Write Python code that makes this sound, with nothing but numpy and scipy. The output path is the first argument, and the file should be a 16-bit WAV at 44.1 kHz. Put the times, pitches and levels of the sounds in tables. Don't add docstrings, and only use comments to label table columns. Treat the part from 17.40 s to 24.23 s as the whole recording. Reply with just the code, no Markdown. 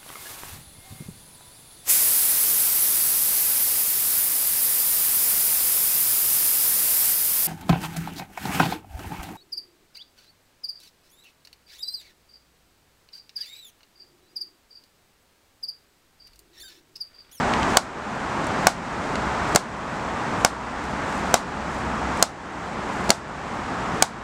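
import sys
import numpy as np
from scipy import signal
from scipy.fft import irfft
from scipy.io import wavfile
from scipy.ndimage import uniform_filter1d, minimum_filter1d

SR = 44100
rng = np.random.default_rng(int(sys.argv[2]) if len(sys.argv) > 2 else 0)


def generate_wav(signal):
    frames = np.transpose(np.atleast_2d(signal))
    scaled = np.clip(frames, -1, 1) * 32767
    pcm = np.round(scaled).astype(np.int16)
    wavfile.write(sys.argv[1], SR, pcm)


N = 301203
TIME = np.arange(N) / SR


def amp(db):
    return 10 ** (np.asarray(db) / 20)


def unit(x):
    return x / np.sqrt(np.mean(x ** 2) + 1e-20)


def read(points, hz):
    f, value = np.transpose(points)
    return np.interp(np.log(hz + 1), np.log(f + 1), value)


def add(mix, s, sound):
    part = mix[max(round(s * SR), 0):][:len(sound)]
    part += sound[:len(part)]


def noise(colour_db, size):
    hz = np.fft.rfftfreq(size, 1 / SR)
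    phases = np.exp(2j * np.pi * rng.random(len(hz)))
    return unit(irfft(amp(colour_db(hz)) * phases, size))


def hump_db(hz, centre_hz, q):
    ratio = (hz + 1) / centre_hz
    return -10 * np.log10(1 + (q * (ratio - 1 / ratio)) ** 2)


def swell(middle_s, half_s, db):
    return amp(db) * np.exp(-((TIME - middle_s) / half_s) ** 2)


# f/Hz, level/dB
TRAFFIC_COLOUR = [(20, -21), (38, -6), (60, -5), (120, -2), (215, 2.5), (320, -2), (500, -4.5), (850, 0),
                  (1250, -2.5), (1800, -8), (3000, -19), (4300, -24), (7800, -28), (10500, -45),
                  (16000, -62)]
# t/s, level/dB
ROAR_LEVELS = [(0, -22), (1.6, -19.5), (2.5, -22), (4.6, -23.5), (6.8, -23)]
# middle t/s, half length/s, level/dB
ENGINE_PULLS = [(1.9, 0.57, -40), (3.506, .6, -44.5), (4.6, 0.38, -35.5), (6.2, .7, -44)]

def street(drone_hz=65.0, wander_hz=2.2, drone_db=-46, throb_db=2.0):
    wander, throb = (noise(lambda hz: -20 * np.log10(1 + (hz / 6) ** 2), N) for _ in range(2))
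    roar_db = np.interp(TIME, *np.transpose(ROAR_LEVELS))
    roar = noise(lambda hz: read(TRAFFIC_COLOUR, hz), N) * amp(roar_db)
    drone = unit(np.sin(2 * np.pi * np.cumsum(drone_hz + wander_hz * wander) / SR))
    effort = amp(drone_db) + sum(swell(*pull) for pull in ENGINE_PULLS)
    return roar + drone * effort * amp(throb_db * throb)


# t/s, level/dB, centre f/Hz
TICKS = [(0.1372, -12.5, 2390), (0.2302, -15.5, 2800), (1.0435, -27, 4960), (1.068, -24, 9500),
         (1.7555, -14.5, 3340)]

def laces(fade_s=0.014, q=0.82):
    t, out = np.arange(SR // 10) / SR, np.zeros(N)
    for s, db, centre_hz in TICKS:
        tick = noise(lambda hz: read(CLOTH_COLOUR, hz) + 2 * hump_db(hz, centre_hz, q), len(t))
        add(out, s, tick * amp(db - 60 * t / fade_s) * (1 - np.exp(-t / 0.00017)))
    return out


# f/Hz, level/dB
CLOTH_COLOUR = [(500, 11), (2500, 4), (4500, -5.5), (7500, 0.5), (10000, -10), (13000, -22), (16000, -26)]
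# t/s before the catch, half length/s, added level/dB
ARM_STROKES = [(.48, 0.089, -0.5), (0.044, 0.041, 3.5)]
# middle t/s, level/dB
JACKET_BRUSHES = [(3.745, -37.5), (5.545, -40)]

def sleeve(grain_db=4.0, brush_half_s=0.095):
    swing = sum(swell(s - lead_s, half_s, sleeve_db + db)
                for s, *_, sleeve_db in CATCHES for lead_s, half_s, db in ARM_STROKES)
    swing += sum(swell(s, brush_half_s, db) for s, db in JACKET_BRUSHES)
    slips = amp(grain_db * unit(uniform_filter1d(rng.standard_normal(N), size=160)))
    return swing * unit(slips * noise(lambda hz: read(CLOTH_COLOUR, hz), N))


# f/Hz, level/dB, fade/s
POCKET_NOTES = [(240, -25, 0.057), (368, -19, 0.026), (546, -9, 0.017), (702, -2.5, 0.018),
                (1030, -10, 0.024), (1325, -5.5, 0.012), (2030, -19.5, 0.042), (2700, -18, 0.014)]
# multiple of the crack's pitch, level/dB, fade/s
LEATHER_NOTES = [(.48, -13, 0.0059), (.63, -13.5, 0.0047), (0.998, -1.5, 0.0048), (1.15, -5, 0.0058)]
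# f/Hz, level/dB
SLAP_COLOUR = [(200, -14), (1000, -28), (2200, -7.5), (3200, -14), (4400, -4.5), (7500, -6.5),
               (9000, -10.5), (11000, -19.5), (16000, -40)]
# t/s, thump level/dB, pocket pitch multiplier, hardness/(dB per octave),
# crack level/dB, crack f/Hz, sleeve level/dB
CATCHES = [(.3710, 7.5, 1.08, 2, 9, 6500, -41), (1.2697, 12, 1.076, 0, 6, 6600, -46),
           (2.1596, 7.5, 1.04, 1.5, 9, 7590, -39.5), (3.0483, 8, 1.068, 1.5, 5.5, 5300, -43),
           (3.9414, 7.5, 1.0, -3.5, 3, 6150, -42), (4.8259, 5.5, 0.99, -2, 9, 6600, -40.5),
           (5.7040, 5, 0.97, -5, 8.5, 4380, -46), (6.6240, 7.5, 1.1, 1, 7, 6950, -46)]

def catches(crack_fade_s=0.014, air_db=-6.0, crack_q=0.54, rise_s=0.00005, contact_s=0.00093):
    t, hits = np.arange(SR // 10) / SR, []
    released = np.maximum(t - contact_s, 0)
    for s, thump_db, tuning, hardness, crack_db, crack_hz, _ in CATCHES:
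        thump = sum(amp(db + hardness * np.log2(hz / 700) - 60 * t / fade_s)
                    * np.cos(2 * np.pi * hz * tuning * t) for hz, db, fade_s in POCKET_NOTES)
        snap = sum(amp(db - 60 * t / fade_s) * np.sin(2 * np.pi * multiple * crack_hz * t)
                   for multiple, db, fade_s in LEATHER_NOTES)
        air = noise(lambda hz: read(SLAP_COLOUR, hz) + hump_db(hz, crack_hz, crack_q), len(t))
        air *= amp(air_db - 60 * released / crack_fade_s)
        smack = amp(thump_db) * thump + amp(crack_db) * (snap + air)
        hits.append((s, smack * (1 - np.exp(-t / rise_s))))
    return hits


# delay t/s, strength as a multiplier
ECHOES = [(.0046, .043), (.0088, 0.049), (.0122, 0.19), (.0136, 0.24), (.0225, 0.022)]

def echoes(smack, band_hz=(450, 1500)):
    out = np.zeros(len(smack))
    for delay_s, gain in ECHOES:
        add(out, delay_s, gain * smack)
    return signal.sosfilt(signal.butter(1, band_hz, "bandpass", fs=SR, output="sos"), out)


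# f/Hz, level/dB, fade/s
BALCONY_RING = [(151, -33, .15), (700, 15.5, 0.12), (1100, 13, 0.097), (2030, -4.5, 0.17), (2960, -3, 0.15),
                (4060, -2, 0.19), (8100, -5.5, 0.19), (10400, -16.5, 0.19), (15000, -31, .16)]

def balcony(build_s=0.0053):
    hz, t, bands = signal.stft(rng.standard_normal(SR // 2), SR, nperseg=256)
    db, fade_s = (read([(row[0], row[k]) for row in BALCONY_RING], hz)[:, None] for k in (1, 2))
    tail = signal.istft(bands * amp(db - 60 * t / fade_s), SR, nperseg=256)[1]
    tail *= 1 - np.exp(-(np.arange(len(tail)) / SR / build_s) ** 2)
    return tail / np.linalg.norm(tail)


# f/Hz, level/dB, fade/s
RIM_NOTES = [(200, -3, 0.073), (379, 0.5, 0.028), (623, 6.5, .015)]
# t/s, thud level/dB, scuff level/dB
RIM_BUMPS = [(2.149, -3.5, -12), (5.6932, -6, -16.5)]

def rim_bumps(give_s=0.0025, scuff_fade_s=0.018):
    t, hits = np.arange(SR // 10) / SR, []
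    thud = sum(amp(db - 60 * t / fade_s) * np.sin(2 * np.pi * hz * t) for hz, db, fade_s in RIM_NOTES)
    thud *= 1 - np.exp(-t / give_s)
    for s, thud_db, scuff_db in RIM_BUMPS:
        scuff = noise(lambda hz: read(SLAP_COLOUR, hz), len(t)) * amp(-60 * t / scuff_fade_s)
        hits.append((s, amp(thud_db) * thud + amp(scuff_db) * scuff))
    return hits


def scene(handling_ring_db=-13, smack_ring_db=-10):
    handling = laces() + sleeve()
    mix = handling + amp(handling_ring_db) * signal.fftconvolve(handling, balcony())[:N]
    for s, smack in catches() + rim_bumps():
        add(mix, s, smack + echoes(smack))
        add(mix, s, amp(smack_ring_db) * np.linalg.norm(smack) * balcony())
    return (mix + street())[None]


def gain_control(x, threshold_db=-10.0, sense_hz=3000, attack_s=0.0046, hold_s=0.13, recover_s=0.53):
    treble = signal.sosfilt(signal.butter(2, sense_hz, "highpass", fs=SR, output="sos"), x)
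    level_db = 10 * np.log10(abs(uniform_filter1d(treble ** 2, size=88)) + 1e-12)
    over_db = np.maximum(level_db - threshold_db, 0)
    decay = np.exp(-TIME / recover_s)
    recovering_db = np.maximum.accumulate(over_db / decay) * decay
    half = int(hold_s * SR / 2)
    held_db = -minimum_filter1d(-recovering_db, 2 * half + 1, origin=half, mode="nearest")
    smoothing = np.exp(-1 / (attack_s * SR))
    cut_db = signal.lfilter([1 - smoothing], [1, -smoothing], held_db)
    return x * amp(-cut_db)


def record(dry, top_hz=15800):
    ducked = gain_control(dry[0])
    clipped = ducked / (1 + ducked ** 8) ** (1 / 8)
    treble_cut = signal.firwin(255, top_hz, window=("kaiser", 8), fs=SR)
    return signal.oaconvolve(clipped, treble_cut, "same")[None]


dry = scene()
out = record(dry)
generate_wav(out)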